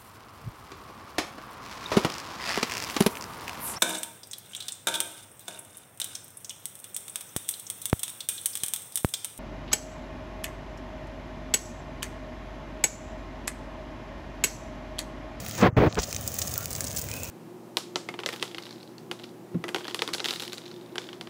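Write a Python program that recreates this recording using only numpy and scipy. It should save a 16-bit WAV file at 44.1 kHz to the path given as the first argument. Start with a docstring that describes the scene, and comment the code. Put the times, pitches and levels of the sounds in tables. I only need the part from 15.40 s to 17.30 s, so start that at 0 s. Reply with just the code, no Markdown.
"""A brushwood bonfire burns: flames rumble, damp wood sizzles and twigs snap.
Early on, rubs and knocks on the microphone thump and scrape, and covering it dulls the fire.
Sap spits in short jets; later, steam squeezes out of the wood in two faint whistles.
Flames and hiss are coloured noise, snaps and spits are shaped ringing bursts, whistles are wavering
narrow bands; rubs are two noises under one envelope and knocks are short decaying sines."""
import sys
import numpy as np
from scipy import signal
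from scipy.fft import rfft, irfft
from scipy.io import wavfile
from scipy.ndimage import uniform_filter1d

SR = 44100
rng = np.random.default_rng(int(sys.argv[2]) if len(sys.argv) > 2 else 0)


def put_to_file(sound):
    """Save the sound as 16-bit audio at rate SR, in the file named by the first command-line argument."""
    columns = np.atleast_2d(sound).T  # one column per channel
    safe = np.clip(columns, -1, 1)
    whole_steps = np.round(safe * 32767)
    wavfile.write(sys.argv[1], SR, whole_steps.astype(np.int16))


N = 83790
TIME = np.arange(N) / SR
BURST_TIME = np.arange(2048) / SR
CRACK_BAND = signal.butter(3, [4600, 8600], "band", fs=SR)
BODY_BAND = signal.butter(2, [1500, 4000], "band", fs=SR)


def from_db(db):
    """Decibels to amplitude gain."""
    return 10 ** (np.asarray(db) / 20)


def rms_one(x):
    """Scale to unit rms."""
    return x / np.sqrt(np.mean(x ** 2) + 1e-20)


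def in_time(rows):
    """Interpolate (time_s, value) rows to every sample."""
    return np.interp(TIME, *np.transpose(rows))


def filtered(x, hz, kind, order=2):
    """Butterworth filter."""
    sos = signal.butter(order, np.clip(hz, 10, .45 * SR), kind, fs=SR, output="sos")
    return signal.sosfilt(sos, x)


def noise(spectrum, size=N):
    """Unit-rms noise coloured by (frequency_hz, density_db) rows, interpolated over log frequency."""
    hz, db = np.transpose(spectrum)
    bin_hz = np.fft.rfftfreq(size, 1 / SR)
    gain = from_db(np.interp(np.log(bin_hz + 1), np.log(hz), db))
    return rms_one(irfft(rfft(rng.standard_normal(size)) * gain, size))


def drift(rate_hz):
    """Unit-rms random wander: white noise through a two-pole low-pass."""
    r = np.exp(-2 * np.pi * rate_hz / SR)
    wander = signal.lfilter([1], [1, -2 * r, r * r], rng.standard_normal(N + SR))
    return rms_one(wander[SR:])  # first second discarded: filter settling


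def add(out, start_s, sound):
    """Mix a sound in at a time."""
    i = int(np.clip(start_s * SR, 0, N - 1))
    out[i:i + len(sound)] += sound[:N - i]


def flames():
    """Rumble of the flame column: bass-heavy noise with a fluttering level."""
    # flame colour: frequency_hz, density_db
    roar = [(25, -14), (45, -13.5), (70, 0.5), (105, 1), (170, -5.5), (260, -4.5), (400, -13.5), (600, -11),
            (780, -14), (950, -19.5), (1400, -20.5), (2200, -23.5), (4000, -29), (9000, -35)]
    level_db, flutter_db = -38.5, 1.5
    return noise(roar) * from_db(level_db + flutter_db * drift(24))


def hiss():
    """Sizzle of damp wood: treble noise with a fast flickering level."""
    # sizzle colour: frequency_hz, density_db
    sizzle = [(1500, -3.5), (2800, -2.5), (4300, -6), (5500, -1.5), (6600, 6), (8200, -3), (11000, -5.5),
              (16000, -5.5)]
    base_db, flutter_db = -46, 1.66
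    return noise(sizzle) * from_db(base_db + flutter_db * drift(99))


def burst(envelope, length_s, ring_hz, body_db, edge_db):
    """Gas bursting from wood: ringing crack, woody body and bright edge, scaled for nominal length."""
    # bright edge colour: frequency_hz, density_db
    edge_colour = [(8000, -23), (10000, 3.5), (13000, 3.5), (20000, -4.5)]
    ring_width_hz, crack_db, body_trim_db, edge_trim_db = 1500, -4, -1.5, -8
    ring, crack, body = rng.standard_normal((3, len(BURST_TIME))) * envelope
    r = np.exp(-np.pi * ring_width_hz / SR)
    poles = [1, -2 * r * np.cos(2 * np.pi * ring_hz / SR), r * r]
    ring = rms_one(signal.lfilter([1, 0, -1], poles, ring))
    crack = rms_one(signal.lfilter(*CRACK_BAND, crack))
    body = rms_one(signal.lfilter(*BODY_BAND, body))
    edge = rms_one(noise(edge_colour, size=len(BURST_TIME)) * envelope)
    sound = rms_one(ring + from_db(crack_db) * crack)
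    sound = sound + from_db(body_db + body_trim_db) * body
    sound = sound + from_db(edge_db + edge_trim_db) * edge
    return sound * np.sqrt(length_s / BURST_TIME[-1])


def snap(ring_hz, body_db, edge_db, fade_s):
    """One fracture: sudden onset, fast decay and a faint tail scattered by the pile."""
    tail_db, tail_s = -24, .004
    envelope = np.exp(-BURST_TIME / fade_s) + from_db(tail_db) * np.exp(-BURST_TIME / tail_s)
    return burst(envelope, .002, ring_hz, body_db, edge_db)


def crackles():
    """Small fractures at random times all through the pile, each with its own size and colour."""
    rate_per_s, floor_db, spread_db, range_db = 150, -48, 4.5, 12
    centre_hz, body_centre_db, edge_centre_db, fade_s = 7360, -15, -2, 0.00092
    out = np.zeros(N)
    for when, size, pitch, body, edge in rng.random((int(rate_per_s * N / SR), 5)):
        # exponential spread in dB: mostly small, few large
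        db = floor_db + min(-spread_db * np.log(1 - size), range_db)
        ring_hz = centre_hz * 2 ** (.7 * (pitch - .5))
        body_db = body_centre_db + 12 * (body - .5)
        edge_db = edge_centre_db + 12 * (edge - .5)
        add(out, when * N / SR, from_db(db) * snap(ring_hz, body_db, edge_db, fade_s))
    return out


def snaps():
    """Twigs snapping: the loud single fractures."""
    # snaps, levels before trim, body and edge re level:
    # start_s, level_db, ring_hz, body_db, edge_db, fade_s
    snap_rows = [(0.0628, -31.5, 4770, 0.5, 8, 0.0024), (0.0851, -35, 8900, 0.5, 13, 0.00088),
                 (0.1107, -28.5, 4650, -3, 3, 0.0012), (0.5261, -42, 6000, 14, -20, 0.00041),
                 (0.5459, -32, 6100, -13, -20, 0.0005), (0.5545, -35.5, 5860, 6, -24, 0.0011),
                 (0.728, -23.5, 6430, -2, -27, 0.0005), (0.7469, -24.5, 6300, -11, -21, 0.00035),
                 (0.7635, -20.5, 6040, -7.5, -22, 0.0022), (0.8272, -46, 5800, 8, -15, 0.00067),
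                 (0.8765, -18.5, 7800, -37, 0, 0.0024), (0.8844, -31, 6340, -26, -18, 0.00057),
                 (0.9185, -36, 6600, -25, 13, 0.00043), (0.9414, -43, 6300, -22, 22, 0.0004),
                 (0.9531, -32, 6400, -12, -6, 0.00077), (0.989, -26, 6660, -5.5, 12.5, 0.00032),
                 (1.018, -22.5, 6700, -5.5, -12, 0.00061), (1.0741, -29.5, 6800, -21, 11.5, 0.00068),
                 (1.0943, -40, 7650, 2, 14, 0.0003), (1.1141, -33, 5870, -20, 5, 0.0004),
                 (1.1392, -23.5, 6440, -32, 7.5, 0.0016), (1.1579, -30, 6440, -1, -10, 0.0007),
                 (1.1785, -22.5, 6400, -21, 9, 0.0003), (1.208, -34, 6400, -3, 9, 0.0003),
                 (1.2571, -23, 7200, -9, 5, 0.00055), (1.3065, -28.5, 6600, -26, 7, 0.00054),
                 (1.3138, -29, 6900, -8, 6, 0.0014), (1.3301, -23.5, 9700, -29, -13, 0.00019),
                 (1.3518, -22.5, 7400, -10.5, -9, 0.0016), (1.3631, -25, 6950, -23, -15, 0.00043),
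                 (1.4071, -19.5, 6900, -10.5, 4.5, 0.00028), (1.4361, -35, 5670, -18, -12, 0.0005),
                 (1.4424, -23, 9500, -22, -14, 0.00012), (1.5016, -30, 6640, -15, -1, 0.00021),
                 (1.5079, -31, 6240, -9, -11, 0.00048), (1.5146, -28.5, 8500, -7, -12, 0.00065),
                 (1.5296, -30, 7700, -23, -3, 0.0004), (1.5636, -24.5, 7750, -24, 5, 0.00065),
                 (1.57, -25.5, 7900, -24, -23, 0.0004), (1.6154, -26.5, 7850, -34, -1, 0.0006),
                 (1.6226, -30, 7600, -21, -3, 0.00054), (1.6409, -33.5, 8800, -5, 9, 0.0006),
                 (1.6876, -30, 8000, -5, -12, 0.0006), (1.7146, -25, 7800, -5.5, -13, 0.00098),
                 (1.739, -28.5, 7700, -3, 6, 0.00055), (1.7646, -33, 7750, -10, 8, 0.0015),
                 (1.8339, -25, 6860, -30, 1, 0.00026), (1.8447, -35, 7600, -20, 10, 0.00019)]
    trim_db = -4.05
    out = np.zeros(N)
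    for start_s, db, ring_hz, body_db, edge_db, fade_s in snap_rows:
        add(out, start_s, from_db(db + trim_db) * snap(ring_hz, body_db, edge_db, fade_s))
    return out


def covered(x):
    """Covering the microphone: treble drops most, bass least, the topmost band on its own curve."""
    # cover depth: time_s, treble_loss_db
    cover = [(0, -1), (.22, -10), (.27, 44), (.3, 32), (.355, 34), (.375, 6), (.45, 36), (.5, 4.5),
             (.565, 21.5), (.59, 0), (1.9, -1)]
    # topmost treble, last to return: time_s, level_db
    top_level = [(0, -2.5), (.2, -0.5), (.26, -20), (.3, -39), (.355, -47), (.375, -41), (.5, -35),
                 (.57, -26), (.62, -7.5), (.72, -4.5), (.85, 0), (1.9, 1.5)]
    split_hz, bass_share, top_split_hz = 1620, 0.1, 6850
    loss_db = in_time(cover)

    def split(sound, hz, order):
        """Low and high bands, each filtered twice so that the halves align."""
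        return [filtered(filtered(sound, hz, kind, order), hz, kind, order) for kind in ("low", "high")]

    bass, rest = split(x, split_hz, 2)
    treble, top = split(rest, top_split_hz, 4)
    out = bass * from_db(-bass_share * loss_db)
    out = out + treble * from_db(-loss_db)
    return out + top * from_db(in_time(top_level))


def with_ground(x):
    """Direct sound plus a duller ground reflection, its delay growing as the microphone moves."""
    # reflection path: time_s, delay_ms
    ground_delay = [(0, 1.52), (.7, 1.57), (1.3, 1.656), (1.9, 2.05)]
    share, cut_hz = 0.28, 3700
    dull = filtered(x, cut_hz, "low", order=1)
    echo = np.interp(TIME - in_time(ground_delay) / 1000, TIME, dull)
    return x + share * echo


def rubs():
    """Rubs on the microphone: low thud and grainy scrape under one envelope."""
    # rubs: start_s, attack_s, hold_s, release_s, thud_db, scrape_db
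    rub_rows = [(0.173, 0.043, .004, .008, -31, -27), (0.22, 0.0063, 0.033, 0.021, -15.5, -18.5),
                (.366, 0.0022, 0.016, 0.012, -14.5, -23), (0.397, 0.0067, 0.035, 0.029, -17, -26),
                (0.459, 0.0057, 0.0057, .012, -21, -29), (0.563, 0.02, 0.0022, 0.0095, -22, -24.5)]
    # thud colour: frequency_hz, density_db
    thud_colour = [(25, -3), (60, -3.5), (120, 1.5), (220, -3), (350, -1.5), (540, -5.5), (750, -11.5),
                   (1100, -41), (2000, -26), (5000, -57.5)]
    # scrape colour: frequency_hz, density_db
    scrape_colour = [(200, 2.5), (500, -7), (900, 2.5), (1500, -3), (2200, -8), (3200, -17), (4700, -25),
                     (7000, -38.5), (12000, -102)]
    grain_db = 1.2
    out = np.zeros(N)
    thud = noise(thud_colour)
    scrape = rms_one(noise(scrape_colour) * from_db(grain_db * drift(110)))
    thud = thud / np.sqrt(uniform_filter1d(thud ** 2, size=700))  # evens out the running level
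    for start_s, attack_s, hold_s, release_s, thud_db, scrape_db in rub_rows:
        rise = np.clip((TIME - start_s) / attack_s, 0, 1)
        fall_age = np.maximum(TIME - start_s - attack_s - hold_s, 0)
        envelope = rise * np.exp(-(fall_age / release_s) ** 2)
        out += envelope * (from_db(thud_db) * thud + from_db(scrape_db) * scrape)
    return out


def knocks():
    """Soft knocks on the microphone housing: fast-decaying low sines."""
    # knocks, level before envelope: start_s, level_db, pitch_hz
    knock_rows = [(.284, -9.5, 111), (.326, -16.5, 104), (0.378, -4, 65), (.408, -6, 67.4),
                  (.471, -9.5, 89), (0.588, -10.5, 58.4)]
    fade_s, attack_s = 0.0059, 0.0019
    out = np.zeros(N)
    for start_s, db, hz in knock_rows:
        age = np.maximum(TIME - start_s, 0)
        envelope = (1 - np.exp(-age / attack_s)) * np.exp(-age / fade_s)
        out += from_db(db) * envelope * np.sin(2 * np.pi * hz * age)
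    return out


def spits():
    """Jets of sap: bursts that hold for some milliseconds, then die."""
    # jets, level before trim, edge re level: start_s, length_s, level_db, edge_db
    spit_rows = [(.588, .018, -33, -22), (.6305, .01, -28, -16), (.708, .007, -37, -6),
                 (.985, .01, -31, -5), (1.016, .01, -29, -12), (1.074, .007, -33, -3),
                 (1.443, .008, -37, -4), (1.467, .007, -34, -8), (1.479, .005, -35, -5),
                 (1.566, .011, -32, -5), (1.583, .012, -36, 7)]
    trim_db, ring_hz, body_db, release_s = 1, 6300, -15, .0015
    out = np.zeros(N)
    for start_s, length_s, db, edge_db in spit_rows:
        envelope = np.exp(-np.maximum(BURST_TIME - length_s, 0) / release_s)
        add(out, start_s, from_db(db + trim_db) * burst(envelope, length_s, ring_hz, body_db, edge_db))
    return out


def whistles():
    """Steam through a crack: a narrow, wavering band that glides up, swells and fades."""
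    # whistles: start_s, length_s, pitch_hz, rise_hz, level_db
    whistle_rows = [(1.16, 0.096, 1338, 7.1, -43.5), (1.66, 0.257, 2400, 127.4, -44.5)]
    width_hz, waver = 110, .025  # waver: rms fraction of pitch
    out = np.zeros(N)
    for start_s, length_s, hz, rise_hz, db in whistle_rows:
        progress = np.clip((TIME - start_s) / length_s, 0, 1)
        pitch_hz = (hz + rise_hz * progress) * (1 + waver * drift(13.3))
        phase = 2 * np.pi * np.cumsum(pitch_hz) / SR
        band = drift(width_hz) * np.sin(phase) + drift(width_hz) * np.cos(phase)
        swell = np.sqrt(np.abs(np.sin(np.pi * progress)))
        out += from_db(db) * swell * band
    return out


def scene():
    """Fire heard through the cover, snaps past it, ground reflection, then microphone handling; mono."""
    # liveliness of hiss and crackles: time_s, gain_db
    vigour = [(0, -1.5), (.14, -3), (.2, 0.5), (.6, 12), (.66, 2), (.8, 2.5), (1.05, 3), (1.23, 2.5),
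              (1.275, -5), (1.32, 0.5), (1.6, -0.5), (1.9, -1.5)]
    bed = flames() + whistles() + from_db(in_time(vigour)) * (hiss() + crackles())
    fire = covered(bed + spits()) + snaps()
    return (with_ground(fire) + rubs() + knocks())[None]


def record(dry):
    """Microphone: port resonance lifts the very top; deepest bass and all above the cut-off go."""
    port_hz, port_width_hz, port_db = 15150, 1300, 9
    low_cut_hz, cutoff_hz = 58, 15750
    port = filtered(dry, [port_hz - port_width_hz / 2, port_hz + port_width_hz / 2], "band")
    coloured = filtered(dry + from_db(port_db) * port, low_cut_hz, "high")
    return signal.sosfilt(signal.ellip(10, .5, 70, cutoff_hz, fs=SR, output="sos"), coloured)


dry = scene()
out = record(dry)
put_to_file(out)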